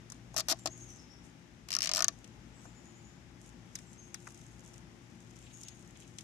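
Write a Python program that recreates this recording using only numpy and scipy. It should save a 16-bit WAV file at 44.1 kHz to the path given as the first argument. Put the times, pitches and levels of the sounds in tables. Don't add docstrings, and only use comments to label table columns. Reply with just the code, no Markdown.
import sys
import numpy as np
from scipy import signal
from scipy.fft import rfft, irfft
from scipy.io import wavfile
from scipy.ndimage import uniform_filter1d

SR = 44100
rng = np.random.default_rng(int(sys.argv[2]) if len(sys.argv) > 2 else 0)


def master(y):
    cut = np.clip(np.atleast_2d(y).T, -1, 1)
    pcm = np.round(cut * 32767)
    wavfile.write(sys.argv[1], SR, pcm.astype(np.int16))


N = 274743
TIME = np.arange(N) / SR
AGE = np.arange(4096) / SR

# (frequency [Hz], relative level [dB], t60 [s])
CRATE_MODES = [(278, -15.5, 0.084), (339, -14.5, 0.12), (576, -9.5, 0.05), (637, 1, 0.057),
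               (717, -2.5, 0.053), (779, -7.5, 0.062), (903, -11, 0.062), (1116, -4, 0.056),
               (1235, 1, 0.036), (1436, 2, 0.025), (1815, -3.5, 0.042), (2083, -12, 0.034),
               (2530, -1, 0.014)]
# (frequency [Hz], relative level per hertz [dB], t60 [s])
TICK_COLOUR = [(2310, -60, 0.013), (3500, -9, 0.11), (4420, -7, 0.062), (6140, 16, 0.013), (7970, 3, 0.023),
               (10500, -9.5, 0.04), (13300, -10, 0.0079), (15520, -7, 0.0095)]


def undb(db):
    return 10 ** (np.asarray(db) / 20)


def rms(x):
    return np.sqrt(np.mean(x ** 2, axis=-1, keepdims=True))


def unit(x):
    return x / rms(x)


def at(table, hz, column=1):
    rows = np.array(table)
    return np.interp(np.log(hz + 1e-9), np.log(rows[:, 0]), rows[:, column])


def add(out, s, sound):
    i = int(s * SR)
    part = sound[..., :N - i]
    out[..., i:i + part.shape[-1]] += part


def walk(rate):
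    k = int(SR / rate)
    steps = np.repeat(rng.standard_normal(N // k + 2), k)
    return 1.5 * uniform_filter1d(uniform_filter1d(steps, k), k)[:N]


def pair(size, alike):
    mid, side = rng.standard_normal((2, size))
    return np.sqrt((1 + alike) / 2) * mid + np.sqrt((1 - alike) / 2) * np.array([side, -side])


def air(level_db=-53, apart_hz=2000, top_hz=10000):
    # (frequency [Hz], relative level per hertz [dB])
    air_colour = [(25, -41), (40, -26), (52, 3.5), (72, -4), (100, -4), (160, 0.5), (280, -3), (380, -12),
                  (500, -15.5), (800, -16.5), (1200, -19), (2000, -18), (3700, -24.5), (4400, -28),
                  (5200, -23.5), (6500, -24.5), (9000, -33.5)]
    # (frequency [Hz], level difference [dB])
    air_side = [(50, 6.8), (300, 7.2), (700, 7), (1800, 10), (3200, 6), (5000, 9), (8000, 4), (12000, 2)]
    hz = np.fft.rfftfreq(N, 1 / SR)
    diffuse = np.clip(0.046 + 3.34 * hz / (hz + apart_hz) * hz / (hz + 200), 0, 1)
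    common = np.sqrt(1 - diffuse) * rfft(rng.standard_normal(N))
    spectrum = common + np.sqrt(diffuse) * rfft(pair(N, 0))
    spectrum *= undb(at(air_colour, hz)) / (1 + (hz / top_hz) ** 4) * (hz > 22)
    spectrum[1] *= undb(-at(air_side, hz))
    sound = irfft(spectrum, N)
    swell = undb(0.45 * walk(4))
    return sound / sound[0].std() * undb(level_db) * swell


def hum(waver_db=1.8, drift_rad=0.78):
    # (frequency [Hz], rms level on the left before wavering [dB])
    motor_tones = [(56.5, -70.5), (117.5, -59.5), (176, -68), (234, -71), (350, -67), (802, -77.5),
                   (856, -79.5)]
    tones = np.zeros(N)
    for hz, db in motor_tones:
        phase = 2 * np.pi * hz * TIME + drift_rad * walk(6)
        tones += undb(db + waver_db * walk(5.07)) * np.sin(phase)
    return np.sqrt(2) * tones * undb([[0], [-6.8]])


def garden(x, t60, wet_db, delay_s):
    t = np.arange(SR // 2) / SR
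    echoes = rng.standard_normal((2, len(t))) * np.exp(-np.log(1000) * t / t60) * (t > delay_s)
    echoes *= undb(wet_db) / np.linalg.norm(echoes, axis=1, keepdims=True)
    return signal.fftconvolve(x[None], echoes, axes=1)[:, :N] * undb([[0], [-7]])


def bird(level_db=5):
    # (time [s], held pitch [Hz], relative level [dB],
    # upward hook [share of pitch], final sink [share of pitch])
    notes = [(0.58, 7400, -61, .06, .03), (0.692, 6820, -52, .13, .01), (0.794, 6550, -53, .15, 0),
             (0.883, 6130, -53.5, .17, 0), (0.98, 5450, -58.5, .14, .03), (1.096, 5850, -58, .19, .07),
             (2.53, 7750, -67.5, .1, .02), (2.645, 7260, -65, .15, 0), (2.74, 7190, -64, .19, .01),
             (2.835, 7120, -63.5, .19, .01), (2.93, 7050, -64, .19, .01), (3.025, 6990, -64, .19, .01),
             (3.85, 7750, -65, .06, .08), (3.972, 6520, -54.5, .1, 0), (5.41, 7750, -65, .06, .08),
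             (5.52, 6850, -56, .12, .02), (5.636, 6730, -56.5, .12, .01)]
    out = np.zeros(N)
    hoarse = 1 + 0.014 * walk(700) + 0.006 * walk(90)
    for s, top_hz, db, hook, sink in notes:
        length_s = 0.049 * (top_hz / 7000) ** 2
        t = np.arange(int(length_s * SR)) / SR
        u = t / length_s
        glide = 1 - hook * np.exp(-t / 0.011) - sink * u ** 2
        hz = top_hz * glide * hoarse[int(s * SR):][:len(t)]
        swell = 1.5 * np.sqrt(u * np.sin(np.pi * u))
        add(out, s, undb(db + level_db) * swell * np.sin(2 * np.pi * np.cumsum(hz) / SR))
    return out


def swells(table):
    return sum(undb(2 * db) * np.exp(-np.pi * ((TIME - s) / length) ** 2) for s, length, db in table)


def sliding(grip_db=-84.5):
    # (middle [s], length [s], relative level [dB])
    slides = [(0.14, 0.062, -70), (0.597, 0.32, -66.5), (0.887, 0.2, -63.5), (1.26, 0.04, -64.5),
              (2.2, 0.15, -71.5), (2.63, 0.075, -65.5), (2.92, 0.21, -70), (3.46, 0.068, -62.5),
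              (3.85, 0.22, -63.5), (4.32, 0.3, -62.5), (4.7, 0.12, -61.5), (5.2, 0.28, -69.5),
              (5.616, 0.34, -61), (6.02, 0.083, -63.5), (6.195, 0.13, -65)]
    return np.sqrt(swells(slides) + undb(2 * grip_db))


def fingers(rub_db=0.5, flutter_db=2.5, right_db=-2):
    # (frequency [Hz], relative level per hertz [dB])
    rub_colour = [(1500, -23), (2800, 1), (4400, -7), (6500, 11.5), (8000, 5), (10000, -2), (13000, -12),
                  (15000, -19)]
    sizes_db = 4 * np.minimum(rng.exponential(size=N // 64 + 1), 5)
    slips = np.repeat(undb(sizes_db), 64)[:N]
    spectrum = rfft(pair(N, 0.14) * slips)
    hiss = irfft(spectrum * undb(at(rub_colour, np.fft.rfftfreq(N, 1 / SR))), N)
    return unit(hiss) * sliding() * undb(rub_db + flutter_db * walk(44)) * undb([[0], [right_db]])


def scuffs(centre_hz=2900, octaves=0.61, flutter_db=4.5, right_db=-3):
    # (middle [s], length [s], level before flutter [dB])
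    shifts = [(5.46, .15, -71.5), (5.69, 0.09, -64), (6.01, 0.069, -64)]
    away = np.log2((np.fft.rfftfreq(N, 1 / SR) + 1) / centre_hz) / octaves
    rasp = unit(irfft(rfft(pair(N, 0.18)) * np.exp(-away ** 2), N))
    return rasp * np.sqrt(swells(shifts)) * undb(flutter_db * walk(90)) * undb([[0], [right_db]])


def lag(hz, travel_s):
    return abs(travel_s) * np.maximum(np.sqrt(13000 / hz) - 1, 0)


def burst(colour, noise, treble_db=0, scale=1, treble_hz=7500, travel_s=0, body_db=0):
    # (frequency [Hz], level difference [dB])
    burst_side = [(2000, 8), (3200, 5), (5500, 9), (7500, 3), (9000, 0), (12000, 1)]
    edges = np.geomspace(colour[0][0], colour[-1][0], num=17)
    hz = np.sqrt(edges[1:] * edges[:-1])
    bins = np.fft.rfftfreq(len(AGE), 1 / SR) / scale
    masks = (bins >= edges[:-1, None]) & (bins < edges[1:, None])
    bands = unit(irfft(rfft(noise)[:, None] * masks))
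    gain = undb(at(colour, hz)) * np.sqrt(np.diff(edges))
    gain = gain / np.linalg.norm(gain)
    gain = gain * undb(treble_db * np.clip(np.log2(hz / treble_hz), 0, 1))
    gain = gain * undb(body_db * (hz < 3000))
    age = np.maximum(AGE - lag(hz, travel_s)[:, None], 0)
    decay = np.exp(-np.log(1000) * age / at(colour, hz, column=2)[:, None])
    fade = gain[:, None] * decay * (1 - np.exp(-age / 0.00034))
    bands = unit(bands * fade) * rms(fade)
    bands[1] *= undb(-at(burst_side, hz * scale))[:, None]
    return bands.sum(axis=1)


def creaks(per_s=5.2):
    out, effort = np.zeros((2, N)), sliding()
    chance = rng.random((256, 2))
    for when, size in chance[:int(per_s * N / SR)]:
        gain = effort[int(when * N)] * undb(-7 + 10 * size)
        add(out, when * N / SR, gain * burst(TICK_COLOUR, pair(len(AGE), 0.12)))
    return out


def handling(tick_db=5, knock_db=4, knock_hz=1500):
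    # (time [s], relative tick level [dB], relative knock level [dB], knock pitch [Hz])
    touches = [(0.1002, -42, -55.5, 1340), (0.1202, -38.5, -53.5, 1280), (0.3421, -45.5, -44.5, 854),
               (2.243, -48.5, -53.5, 3430), (2.2757, -54.5, -70, 3000), (2.6538, -57, -49, 983),
               (3.7538, -31.5, -48, 2200), (3.788, -45.5, -54, 2060), (4.1430, -32.5, -43, 1943),
               (4.27, -51, -41, 1486), (4.305, -54, -70, 3000), (4.345, -51, -73, 3000),
               (4.414, -55, -63, 3000), (4.74, -51, -66, 3030), (5.305, -58, -72, 3000),
               (5.359, -54, -72, 3000), (5.825, -55, -66, 3000), (5.6334, -40, -62, 2940),
               (5.683, -39, -50, 3400), (6.185, -37.5, -45, 3400), (6.208, -45.5, -59, 3000)]
    # (frequency [Hz], relative level per hertz [dB], t60 [s])
    knock_colour = [(501, -22, 0.088), (850, -14, 0.087), (1320, -0.5, 0.032), (1710, -4.5, 0.04),
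                    (2220, -8.5, 0.027), (2822, -10, 0.019)]
    out = np.zeros((2, N))
    for s, tick, knock, hz in touches:
        add(out, s, undb(tick + tick_db) * burst(TICK_COLOUR, pair(len(AGE), 0.054)))
        hollow = burst(knock_colour, pair(len(AGE), 0.39), scale=hz / knock_hz)
        add(out, s, undb(knock + knock_db) * hollow)
    return out


def crate(low_db, high_db, phase, scatter_db=2, detune=0.034, build_s=0.00091, right_db=-7.5, right_tilt_db=-5):
    hz, db, t60 = np.transpose(CRATE_MODES)[:, :, None]
    size, shift, turn = rng.standard_normal((3, len(CRATE_MODES), 1))
    db = db + np.where(hz < 1000, low_db, high_db)
    fade = undb(db) * np.exp(-np.log(1000) * AGE / t60)
    tones = np.sin(2 * np.pi * hz * (1 + detune * shift) * AGE + phase + turn)
    modes = fade * undb(scatter_db * size) * tones
    modes[1] *= undb(right_db + right_tilt_db * np.clip(np.log2(hz / 650), 0, 1))
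    ring = modes.sum(axis=1)
    ring *= np.sqrt(np.sum(fade ** 2) / 2 / np.sum(ring[0] ** 2))
    return ring * (1 - np.exp(-AGE / build_s))


def snap(hz, rise_s, right_db=-13, crack_db=-17, crack_hz=7000, crack_right_db=-3, crack_s=0.00031):
    u, v = AGE / rise_s, AGE / crack_s
    ring = np.sin(2 * np.pi * (hz * AGE + rng.random((2, 1)))) * undb([[0], [right_db]])
    band = signal.butter(4, [crack_hz, 11300], "band", fs=SR, output="sos")
    crack = unit(signal.sosfilt(band, pair(len(AGE), 0.22)))
    crack = crack * undb([[crack_db], [crack_db + crack_right_db]])
    return ring * (u * np.exp(1 - u)) ** 2 + crack * (v * np.exp(1 - v)) ** 2


def zip_tie(snap_db=1.5, strap_db=3, crate_db=4, same=0.6, alike=0.097, apart_hz=2200, sharpest_s=0.0004):
    # (time [s], relative head snap level [dB], head pitch [Hz],
    # relative strap level [dB], strap treble lift [dB], relative crate level below 1 kHz [dB],
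    # relative crate level above 1 kHz [dB])
    teeth = [(0.3632, -18, 5700, -29.5, 5, -40, -37), (0.3690, -17.5, 5700, -29, 1, -43.5, -42),
             (0.3778, -20, 5800, -26.5, 7, -46, -42), (0.3838, -19.5, 6500, -26, 4, -40, -39),
             (0.3910, -25, 5400, -32, 1, -45, -48), (0.3959, -20, 5600, -26.5, -3, -41.5, -44),
             (0.403, -25, 6100, -25.5, 0, -48, -44), (0.484, -18, 5700, -25.5, 8, -41.5, -39.5),
             (0.4908, -24, 6200, -28, 1, -45, -42), (0.4969, -25, 6200, -23, 6, -42, -43),
             (0.5007, -24, 5800, -26, 2, -42, -47), (0.5049, -27, 5700, -28, 4, -44, -46),
             (0.5098, -28, 5700, -22, 1, -46, -42), (0.5136, -18, 5600, -30, 5, -35.5, -49),
             (0.5169, -21, 5600, -31, 9, -36.5, -42.5), (0.5208, -21, 5200, -25.5, 0, -41, -37.5),
             (0.5240, -16, 5400, -30.5, 1, -36.5, -43), (0.6573, -25, 5600, -25.5, -6, -31, -43),
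             (0.6603, -21.5, 5600, -31, -12, -40, -37), (0.6713, -40, 5800, -28.5, -9, -43, -47),
             (1.6860, -40, 5600, -39, 5, -64, -53), (1.7045, -33, 5300, -33, 4, -56, -54),
             (1.7177, -21.5, 5200, -34.5, -8, -60, -50), (1.7279, -20, 5230, -30, -9, -62, -50),
             (1.7379, -18.5, 5300, -31.5, -8, -60, -54), (1.7506, -12, 5500, -32.5, 8, -65, -42.5),
             (1.7656, -14, 5550, -34, -5, -53, -40), (1.7872, -15, 5580, -34.5, -4, -56, -48),
             (1.8055, -21, 5480, -31, -4, -54, -53), (1.8197, -13.5, 5520, -30.5, -10, -57, -50),
             (1.8289, -20.5, 5750, -28, -3, -57, -52), (1.8380, -26, 5530, -28.5, -4, -53, -53),
             (1.8464, -20, 5850, -30.5, -5, -48, -55), (1.8571, -27, 5700, -28, -5, -57, -45),
             (1.8721, -19, 5580, -25, -14, -50, -46), (1.8917, -17, 5560, -28, -9.5, -43.5, -42),
             (1.9142, -18.5, 5560, -26, -11, -46, -41.5), (1.9355, -14, 5530, -27.5, -6, -46, -45),
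             (1.9484, -15.5, 5460, -27.5, 1, -45, -48), (1.9595, -14, 5410, -29, 2, -45, -43),
             (1.9686, -21.5, 5500, -25, 3, -43, -43), (1.9785, -17, 5540, -27, -8, -41, -35),
             (1.9906, -20.5, 5640, -25.5, -2, -42, -34.5), (2.0052, -15, 5480, -28, -1, -39.5, -30.5),
             (2.0227, -11.5, 6000, -25, 0, -45, -32), (2.0434, -7.5, 6170, -24, -2, -47.5, -35),
             (2.0822, -7.5, 6130, -25, 0, -43.5, -35)]
    # (time [s], travel time of a bending wave at 13 kHz [s],
    # rise of the snap [s], strap body below 3 kHz [dB])
    loop_states = [(0.45, 0.0019, 0.0006, -5), (1.75, 0.00051, 0.00043, 4.5), (1.87, 0.0005, 0.00048, 3.5),
                   (1.96, 0.0004, 0.00046, -1.5), (2.06, 0.0003, 0.00055, -1.5)]
    # (frequency [Hz], relative level per hertz [dB], t60 [s])
    strap_colour = [(1502, -14.5, 0.054), (2600, -4, 0.03), (3660, -4.5, 0.033), (4200, 1, 0.036),
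                    (5100, 4, 0.02), (6380, -1, 0.029), (7130, 0.5, 0.023), (8530, -6.5, 0.016),
                    (10300, -13.5, 0.019), (12300, -9, 0.014), (14000, -17, .008), (15250, -18, .007)]
    out = np.zeros((2, N))
    body = pair(len(AGE), alike)
    apart = rng.standard_normal((2, len(CRATE_MODES), 1)) * np.array(CRATE_MODES)[:, :1] / apart_hz
    phase = 2 * np.pi * rng.random((len(CRATE_MODES), 1)) + apart
    when, *loop = np.transpose(loop_states)
    for s, head, hz, strap, treble, low, high in teeth:
        travel_s, rise_s, body_db = (np.interp(s, when, column) for column in loop)
        shake = np.sqrt(same) * body + np.sqrt(1 - same) * pair(len(AGE), alike)
        head_gain = undb(head + snap_db) * np.sqrt(sharpest_s / rise_s)
        add(out, s + lag(hz, travel_s), head_gain * snap(hz, rise_s))
        strap_ring = burst(strap_colour, shake, treble, travel_s=travel_s, body_db=body_db)
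        add(out, s, undb(strap + strap_db) * strap_ring)
        add(out, s, undb(crate_db) * crate(low, high, phase))
    return out


def scene():
    tie, song = zip_tie(), bird()
    dull = signal.sosfilt(signal.butter(2, 7500, fs=SR, output="sos"), tie[0])
    tie_echoes = garden(dull, t60=0.31, wet_db=-28.5, delay_s=0.0057)
    hand = handling() + fingers() + creaks() + scuffs()
    song_echoes = garden(song * np.cos(0.7 * walk(900)), t60=0.55, wet_db=1, delay_s=0.008)
    far = song * undb([[-2.5], [-8.5]]) + song_echoes
    return air() + hum() + far + hand + tie + tie_echoes


def record(dry):
    soft = signal.sosfilt(signal.butter(6, 14000, fs=SR, output="sos"), dry)
    return signal.sosfilt(signal.ellip(8, 0.2, 70, 16200, fs=SR, output="sos"), soft)


dry = scene()
out = record(dry)
master(out)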